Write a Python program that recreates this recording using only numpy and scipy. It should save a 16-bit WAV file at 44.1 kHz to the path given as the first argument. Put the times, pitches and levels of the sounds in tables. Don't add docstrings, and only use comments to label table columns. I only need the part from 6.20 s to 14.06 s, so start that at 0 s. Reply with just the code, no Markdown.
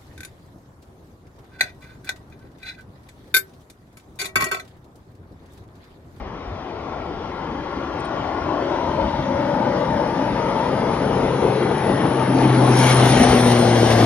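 import sys
import numpy as np
from scipy import signal
from scipy.io import wavfile
from scipy.ndimage import uniform_filter1d, map_coordinates

SR = 44100
rng = np.random.default_rng(int(sys.argv[2]) if len(sys.argv) > 2 else 0)


def volts(x):
    e = np.asarray(x, float) / 20
    return 10 ** e


def materialize(psi):
    bounded = np.clip(np.atleast_2d(psi).T, -1, 1)
    quanta = np.round(bounded * 32767).astype(np.int16)
    wavfile.write(sys.argv[1], SR, quanta)


N = 346493
TIME = np.arange(N) / SR
FRAME = 2048
SOUND_MS = 343


def unit(x):
    return x / np.sqrt(np.mean(np.abs(x) ** 2) + 1e-20)


def along(points, hz):
    f, *cols = np.transpose(points)
    values = np.array([np.interp(np.log(hz + 1), np.log(f + 1), c) for c in cols])
    return values if len(cols) > 1 else values[0]


def curves(rows, t=TIME):
    s, *cols = np.transpose(rows)
    return [np.interp(t, s, c) for c in cols]


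def bumps(rows, half_s, t=TIME):
    return sum(np.interp(t, [s - half_s, s, s + half_s], [0, db, 0]) for s, db in rows)


def fade_in_out(start, end, edge_s, t=TIME):
    return np.interp(t, [start - edge_s, start + edge_s, end - edge_s, end + edge_s], [0, 1, 1, 0])


def wobble(rate):
    knots = rng.standard_normal(int(N * rate / SR) + 4)
    return map_coordinates(knots, [TIME * rate])


def rush(shape, patchy_db):
    hz, t, z = signal.stft(rng.standard_normal((2, N)), SR, nperseg=FRAME)
    gain = shape(hz[:, None], t) * np.ones(z.shape[1:])
    gain = gain / np.sqrt(np.mean(gain ** 2, axis=0))
    patches = uniform_filter1d(rng.standard_normal(gain.shape), size=10, axis=0)
    patches = unit(uniform_filter1d(patches, size=4, axis=1))
    return unit(signal.istft(z * gain * volts(patchy_db * patches), SR, nperseg=FRAME)[1][:, :N])


def hiss():
    both, apart = rng.standard_normal((2, N)) * volts([[-83], [-82]])
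    return np.array([both + apart, both - apart])


# frequency in Hz, level in dB per Hz.
RUMBLE_COLOUR = [(12, -25), (25, 18), (45, 18), (70, 27), (95, 17.5), (140, -12), (400, -120)]
# time in seconds, level in dB over the lull.
WIND_SWELLS = [(0, 9), (2.3, 9.5), (2.82, 8), (3, 7), (3.45, 1), (4.45, 4), (5.08, 11), (5.64, 2),
               (6.57, 8), (6.88, 5), (7.08, 18), (7.5, 8), (7.86, 7)]
# time in seconds, peak level in dB, pitch in Hz.
WIND_PUFFS = [
    (0.279, -24, 56.5),
    (0.329, -22, 91.5),
    (2.289, -23, 140),
    (2.678, -22, 121),
    (2.819, -21, 61.9),
    (2.85, -22, 59.2),
    (2.999, -16, 150),
    (3.149, -26, 72.7),
    (4.129, -23, 59.2),
]


def wind():
    swell_db = bumps(WIND_SWELLS, half_s=0.28)
    level = volts(-45 + swell_db + 1.8 * wobble(4.98) + 0.99 * wobble(45)) + volts(-53.0)
    x = level * rush(lambda hz, t: volts(along(RUMBLE_COLOUR, hz)), patchy_db=-1.0)
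    for s, db, hz in WIND_PUFFS:
        cycles = TIME[:SR // 5] * hz
        puff = cycles * np.exp(-1.4 * cycles) * np.sin(2 * np.pi * cycles)
        x[0, round((s - 0.0096) * SR):][:SR // 5] += volts(db + 10) * puff
    return x


# start in seconds, peak level in dB, starting pitch in Hz, ending pitch in Hz.
BIRD_TICKS = [
    (1.797, -42, 10200, 5940),
    (1.849, -43.5, 10200, 7600),
]


def bird():
    x = np.zeros(N)
    u = np.arange(0, 1, 1 / (0.014 * SR))
    for s, db, start_hz, end_hz in BIRD_TICKS:
        turn = 2 * np.pi * np.cumsum(start_hz + (end_hz - start_hz) * u) / SR
        envelope = np.sin(np.pi * u) * (1 + .5 * np.sin(17 * u))
        whistle = envelope * (np.sin(turn) + .3 * np.sin(2 * turn))
        snap = np.exp(-6 * u) * np.diff(rng.standard_normal(len(u) + 2), 2)
        x[round(s * SR):][:len(u)] += volts(db) * whistle + volts(db - 18) * snap
    return x


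def flight(t=TIME):
    speed_ms, abeam_s, miss_m = 62.07, 7.998, 73.5
    ahead = speed_ms * (abeam_s - t)
    metres = np.hypot(ahead, miss_m)
    return metres, ahead / metres, 1 / (1 - speed_ms / SOUND_MS * ahead / metres)


# time in seconds, loudness in dB, cover by leaves in dB.
PALM_COVER = [(0, -34.5, 5), (1.9, -27, 6), (2.6, -23, 8), (3.4, -21.5, 9.5), (4.4, -21.5, 8),
              (5.05, -20, 9), (5.44, -19.5, 8.5), (5.51, -17, 11), (5.57, -21.5, 6), (6.1, -18.5, 8),
              (6.3, -16, 9), (6.5, -17, 5.5), (6.63, -18, -1.5), (6.9, -16.5, 0.5), (7.03, -15, 2.5),
              (7.1, -17, 0.5), (7.4, -18.5, 1.5), (7.86, -17, 2.5)]


def through_palms():
    return curves(PALM_COVER)


# start in seconds, end in seconds,
# middle of the band in Hz, change in dB.
BAND_SWELLS = [(0, 0.27, 660, -5.5), (1.1, 1.7, 666, -10.5), (1.6, 1.65, 860, -8.5), (.4, 0.74, 1720, -6),
               (0, 1.4, 1520, -3), (0.5, 1.3, 1370, 4), (1.5, 3.6, 469, -6), (1.3, 1.7, 300, 3.5),
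               (1.3, 1.7, 570, 3.5), (1.3, 2.5, 210, -5), (2.3, 2.2, 1890, -2.5), (2.5, 3.6, 1700, -4),
               (3, 4.3, 1940, 2.5), (2.6, 4.2, 1306, -4), (3, 4.5, 400, -3), (0.8, 2.8, 3150, 3),
               (2.5, 3.9, 2520, -2.5), (3.4, 4.4, 5200, 2.5), (6.5, 6.52, 4300, -2.5), (5, 7.6, 4900, -3),
               (2, 2.7, 170, -5), (2.5, 4.2, 350, 3), (3.35, 3.3, 1100, -3), (2.5, 5.5, 1100, -4.5),
               (5, 5.78, 180, 4), (6, 6.3, 1050, -5.5), (6.5, 6.42, 1800, 3), (5.5, 5.9, 1900, 3.5),
               (6.5, 6.7, 280, 2), (7, 6.77, 5700, 3.5), (6.5, 7.4, 4900, -2.5), (5.5, 5.2, 810, 2.5),
               (4.5, 4.75, 260, 3), (5.5, 6.5, 950, -3), (5.5, 5.1, 240, 2.5), (4.6, 5.2, 1700, -3),
               (5.5, 5.4, 410, 3.5), (6, 6.1, 280, -3), (6, 6, 780, -6), (6, 6.45, 300, 3.5),
               (6.5, 6.55, 520, 6), (5.5, 6.7, 900, 5.5), (6.7, 6.95, 680, 2.5), (7, 7.6, 300, -5),
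               (6.25, 6.45, 560, 3), (6.5, 6.92, 560, 3.5), (5.5, 5.72, 400, 2), (3.05, 3.3, 1100, 4),
               (5.5, 5.95, 700, -2.5), (6.5, 6.9, 90, -3.5), (7, 7.86, 115, -2.5), (7.5, 7.8, 5500, 1.5),
               (6.5, 6, 3200, 3.5), (7.45, 7.86, 1600, 4), (7.5, 7.86, 1300, -4)]


def band_swells(hz, t):
    gain_db = 0
    for start, end, centre_hz, db in BAND_SWELLS:
        width_hz = max(59, 0.068 * centre_hz)
        band = np.exp(-((hz - centre_hz) / width_hz) ** 2)
        gain_db = gain_db + db * band * fade_in_out(start, end, 0.11, t)
    return gain_db


# time in seconds,
# one crest in Hz, crest spacing in Hz, where the dips are deepest in Hz, depth in dB.
TERRACE_ECHO = [(0, 1090, 278, 1150, 1), (1.2, 1106, 280, 1300, 4.5), (1.9, 1106, 308, 1320, 6),
                (2.15, 1090, 320, 1260, 6), (2.45, 1010, 427, 1060, 4.5), (2.9, 914, 335, 680, 8),
                (3.3, 896, 340, 683, 8), (3.7, 887, 345, 706, 7.5), (4.1, 915, 368, 780, 6),
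                (4.45, 913, 367, 714, 5.5), (4.7, 940, 400, 700, 2.5), (4.9, 966, 460, 600, 4),
                (5.2, 920, 480, 480, 6.5), (5.5, 895, 498, 445, 6.5), (5.65, 880, 520, 500, 1),
                (6, 886, 580, 347, 2), (6.2, 900, 580, 250, 4), (6.6, 910, 610, 498, 3.5),
                (7, 800, 557, 850, 4), (7.4, 730, 600, 810, 1), (7.86, 660, 600, 800, 5)]


def ground(hz, t):
    height_m, sink_ms, ear_m = 31, 1.88, 8.1
    spacing_hz = SOUND_MS * flight(t)[0] / (2 * ear_m * (height_m - sink_ms * t))
    grass = 0.088 * np.exp(-(hz / 2200) ** 2)
    crest_hz, step_hz, deep_hz, depth_db = curves(TERRACE_ECHO, t)
    reach = np.exp(-((hz - deep_hz) / 340) ** 2)
    comb_db = depth_db * np.cos(2 * np.pi * (hz - crest_hz) / step_hz) * reach
    return np.abs(1 + grass * np.exp(2j * np.pi * hz / spacing_hz)) * volts(comb_db + band_swells(hz, t))


# time in seconds, pitch in Hz.
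COMPRESSOR_PITCH = [(0, 8260), (2.3, 8310), (3, 8320), (5, 8440), (6, 8560), (6.5, 8500), (6.75, 8480),
                    (7, 8550), (7.2, 8480), (7.4, 8520), (7.6, 8530), (7.86, 8700)]
# time in seconds, change in dB.
WHINE_GLINTS = [(6.55, -3), (6.59, 3), (6.78, 0.5), (6.86, -1), (6.9, 4), (7.04, 6.5), (7.2, 0), (7.28, 5),
                (7.36, -1), (7.41, 3.5), (7.48, -4), (7.6, -1), (7.72, 2), (7.82, 0)]


def whine():
    wander_hz = 50 * wobble(12)

    def shape(hz, t):
        _, nose, doppler = flight(t)
        off_hz = hz - curves(COMPRESSOR_PITCH, t)[0] * doppler - np.interp(t, TIME, wander_hz)
        peak = np.exp(-(off_hz / (140 + 380 * (1 - nose))) ** 2)
        skirt = np.exp(-((off_hz + 300) / 750) ** 2)
        return peak + (0.23 + .45 * nose ** 4) * skirt

    loud_db, cover_db = through_palms()
    metres, nose, _ = flight()
    level_db = loud_db - 12.5 - 1.11 * cover_db
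    level_db = level_db - 0.12 * metres + 14.5 * nose
    level_db = level_db + bumps(WHINE_GLINTS, half_s=.04) + .9 * wobble(25)
    return (volts(level_db) + volts(-84.5)) * rush(shape, patchy_db=1.5)


# frequency in Hz, level in dB per Hz.
JET_COLOUR = [(200, -92), (700, -45), (1100, -10), (1450, -1), (1650, -1), (2100, 1), (2650, -3.5),
              (3150, -1.5), (3900, -5.5), (5500, -5.5), (6500, -10.5), (7500, -15), (11500, -19),
              (15500, -33)]
# time in seconds, change in dB.
FROND_GAPS = [(4.74, 3), (6.24, 3), (6.3, 2.5), (6.18, 2), (6.21, 1.5), (6.35, 2.5), (6.57, 1), (6.6, 1),
              (6.64, 3), (6.68, 1), (6.72, 3), (6.77, -0.5), (6.86, 1.5), (6.97, 1), (7.01, 1.5),
              (7.035, 3.5), (7.09, -1), (7.32, 3.5), (7.72, 5.5)]


def jet():
    clear_s, edge_s = 6.44, 0.052

    def shape(hz, t):
        behind_palms = (1 - np.tanh((t - clear_s) / edge_s)) / 2
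        tilt_db_per_khz = 1.28 * behind_palms + 0.0029 * flight(t)[0] - .27
        return volts(along(JET_COLOUR, hz) - tilt_db_per_khz * hz / 1000) * ground(hz, t)

    loud_db, cover_db = through_palms()
    flicker_db = (0.27 + .8 * np.clip(1 - cover_db / 6, 0, 1)) * wobble(28)
    level_db = loud_db - 7 - cover_db + flicker_db + bumps(FROND_GAPS, half_s=0.029)
    return volts(level_db) * rush(shape, patchy_db=2.03)


# overtone number, start in seconds, end in seconds, level in dB.
BEAM_LOBES = [(1, 2.66, 4.5, -42), (1, 4.5, 4.9, -36.5), (1, 4.91, 5.5, -31.5), (1, 5.5, 5.98, -35.5),
              (1, 5.98, 6.1, -27.5), (1, 6.12, 6.3, -24.5), (1, 6.3, 6.92, -19.5), (1, 6.92, 7.2, -25.5),
              (1, 7.2, 7.5, -23), (1, 7.5, 7.9, -21.5), (2, 4.85, 5.15, -32), (2, 5.96, 6.4, -33.5),
              (2, 6.45, 6.8, -32), (2, 6.86, 7.5, -21.5), (2, 7.55, 7.95, -25.5), (3, 6.82, 6.93, -29.5),
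              (3, 7.15, 7.7, -26.5), (3, 7.75, 7.95, -31), (4, 7.1, 7.8, -34)]


def blades():
    blade_hz, hunt_hz, hunt_s, hunt_top_s = 110.08, 1.1, 1.05, 6.92
    hunt = hunt_hz * np.cos(2 * np.pi * (TIME - hunt_top_s) / hunt_s)
    hunt = hunt * np.exp(-(TIME - hunt_top_s + .2) ** 2 / .6)
    turn = 2 * np.pi * np.cumsum(blade_hz * flight()[2] + hunt) / SR
    power = np.zeros((4, N))
    for k, start, end, db in BEAM_LOBES:
        power[int(k) - 1] += volts(2 * db) * fade_in_out(start, end, 0.073)
    x = np.zeros(N)
    for k, p in enumerate(power, 1):
        level = np.sqrt(np.abs(p)) * volts(5.5 + 0.4 * wobble(21))
        x += level * np.sin(k * turn + 0.21 * wobble(15))
    return x


# frequency in Hz, level in dB per Hz.
ROAR_COLOUR = [(20, -63.5), (45, -22), (90, -5), (140, 1), (250, 1.5), (600, -1.5), (950, -3.5), (1200, -8),
               (1450, -13), (1750, -17.5), (2600, -43), (5000, -120)]


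def roar():
    def shape(hz, t):
        nearer_m = np.clip(310 - flight(t)[0], 0, None)
        deepen_db = 0.015 * nearer_m * hz / 1000
        return volts(along(ROAR_COLOUR, hz) - deepen_db) * ground(hz, t)

    body = rush(shape, patchy_db=1.5)
    return volts(through_palms()[0] + 0.54 * wobble(14)) * body


# frequency in Hz,
# left minus right in dB, lead of the left in radians, likeness from 0 to 1.
PAIR_FAR = [(30, .5, 0, .82), (110, 1.6, 0, .92), (200, 2.5, 0, .99), (350, 3.5, 0, .99), (600, 6, .9, .92),
            (780, 11, .5, .85), (950, 9.5, 0, .95), (1400, 6, .5, .87), (2200, 0, 1.4, .7),
            (3500, .5, 2.1, .6), (5500, .5, 2.4, .62), (6800, 0, 2.3, .4), (7500, 0, 3.1, .9),
            (9200, 0, 4.8, .8), (11500, 0, 6.3, .5), (14000, 0, 9.4, .5)]
PAIR_ABEAM = [(30, .2, 0, .9), (85, 1, 0, .94), (110, 1.5, 0, 1), (200, 2.2, 0, 1), (350, 2.8, .2, .98),
              (600, 11, .1, .85), (780, 9, .1, .85), (950, 7.5, .3, .88), (1400, 6.5, .1, .9),
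              (2200, 3, 1.1, .8), (3500, 3, 1.1, .6), (5500, -1, 1.6, .7), (6800, 0, 1.8, .5),
              (7500, 0, 3.1, .9), (9200, 0, 4.8, .85), (11500, 0, 6.3, .9), (14000, 0, 9.4, .9)]
# time in seconds, share of PAIR_ABEAM from 0
PAIR_BLEND = [
    (0, 0),
    (4, 0.3),
    (6, 0.78),
    (6.8, 0.9),
    (7.86, 0.67),
]


def ports(pair):
    hz, t, (shared, own) = signal.stft(pair, SR, nperseg=FRAME)
    near = np.clip(curves(PAIR_BLEND, t)[0], 0, 1)
    far_part = along(PAIR_FAR, hz)[..., None] * (1 - near)
    db, lead, alike = far_part + along(PAIR_ABEAM, hz)[..., None] * near
    turn = np.arccos(np.clip(alike, -1, 1)) / 2
    left = (np.cos(turn) * shared + np.sin(turn) * own) * volts(db / 2) * np.exp(.5j * lead)
    right = (np.cos(turn) * shared - np.sin(turn) * own) * volts(-db / 2) * np.exp(-.5j * lead)
    return signal.istft(np.array([left, right]), SR, nperseg=FRAME)[1][:, :N]


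# frequency in Hz, bar for left plus right in dB, bar for left minus right in dB.
DROP_BAR = [(6100, -60, -70), (6460, -36, -70), (6720, -30.5, -70), (6900, -30, -70), (6918, -6, -70),
            (8150, -9, -50), (8140, -41, -45), (9700, -35, -38), (10360, -40, -32.5), (10760, -24.5, -5),
            (11600, -22, 0), (12400, -24, 1), (12600, -25.5, -27), (13000, -25, -28), (13270, -15, -32),
            (14800, -16, -30), (15100, -26, -30), (15600, -26, -29)]
# frequency in Hz, level in dB.
DETAIL_BAR = [(1000, -30), (2000, -5), (4000, -2), (6000, 0.5), (8500, 2.5), (9700, -0.5), (11500, 4)]
# time in seconds, change in dB.
TREBLE_BAR_MOVES = [(6.34, 8), (6.39, 8), (6.44, -7), (6.49, -6), (6.6, 5), (6.7, 5), (6.76, 30),
                    (6.81, 14), (6.94, 20), (7.06, 26), (7.33, 5), (7.49, 4), (7.58, -5), (7.68, -4),
                    (7.76, -4)]
# time in seconds, change in dB.
SUDDEN_BAR_MOVES = [
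    (6.49, -4),
    (7.2, -4),
    (7.25, -3.5),
    (1.8, -30),
    (1.86, -26),
    (7.86, -40),
]
# frequency in Hz, change in dB.
QUIET_BAR_SHIFT = [(6100, 0), (6460, 18), (6720, 18.5), (6900, 0), (8140, 0), (8200, 29), (8950, 21),
                   (9100, 5), (9500, 0), (10500, 2), (11000, -6), (12000, -9), (13000, -10), (13200, 0)]


def drop_weak_treble(x):
    band = 12
    hz, t, z = signal.stft(np.array([x[0] + x[1], x[0] - x[1]]) / 2, SR, nperseg=FRAME)
    starts = np.arange(0, len(hz), band)
    band_of_line = np.arange(len(hz)) // band
    band_power = np.add.reduceat(np.abs(z) ** 2, starts, axis=1) / band
    loudness = uniform_filter1d(band_power.mean(axis=(0, 1)), size=9)
    bar = loudness * (loudness / loudness.max()) ** .85
    bar_db = along(DROP_BAR, hz[starts])[..., None] + 2.0 * rng.standard_normal(band_power.shape)
    bar_db = bar_db + 2.5 * rng.standard_normal(len(t))
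    bar_db = bar_db + bumps(SUDDEN_BAR_MOVES, .04, t)
    bar_db = bar_db + bumps(TREBLE_BAR_MOVES, .045, t) * (hz[starts, None] > 10500)
    quiet = np.clip(np.log10(loudness.max() / loudness) / 1.8, 0, 1)
    bar_db[0] += along(QUIET_BAR_SHIFT, hz[starts])[:, None] * quiet
    kept = (band_power > bar * volts(2 * bar_db))[:, band_of_line]
    detail_bar = band_power[:, band_of_line] * volts(2 * along(DETAIL_BAR, hz))[:, None] / 2
    kept = kept * (np.abs(z) ** 2 > detail_bar)
    both, apart = signal.istft(z * kept, SR, nperseg=FRAME)[1][:, :N]
    return np.array([both + apart, both - apart])


def scene():
    wide = wind() + whine() + jet() + roar()
    pure = blades() + bird()
    return ports(wide + pure * [[1], [0]]) + hiss()


def band_limit(x):
    return signal.sosfilt(signal.butter(12, 15700, fs=SR, output="sos"), x)


def record(dry):
    rolled = signal.sosfilt(signal.butter(2, 32, "high", fs=SR, output="sos"), dry)
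    rounded = rolled / (1 + np.abs(rolled / .98) ** 6) ** (1 / 6)
    mix = drop_weak_treble(rounded)
    return band_limit(mix)


dry = scene()
out = record(dry)
materialize(out)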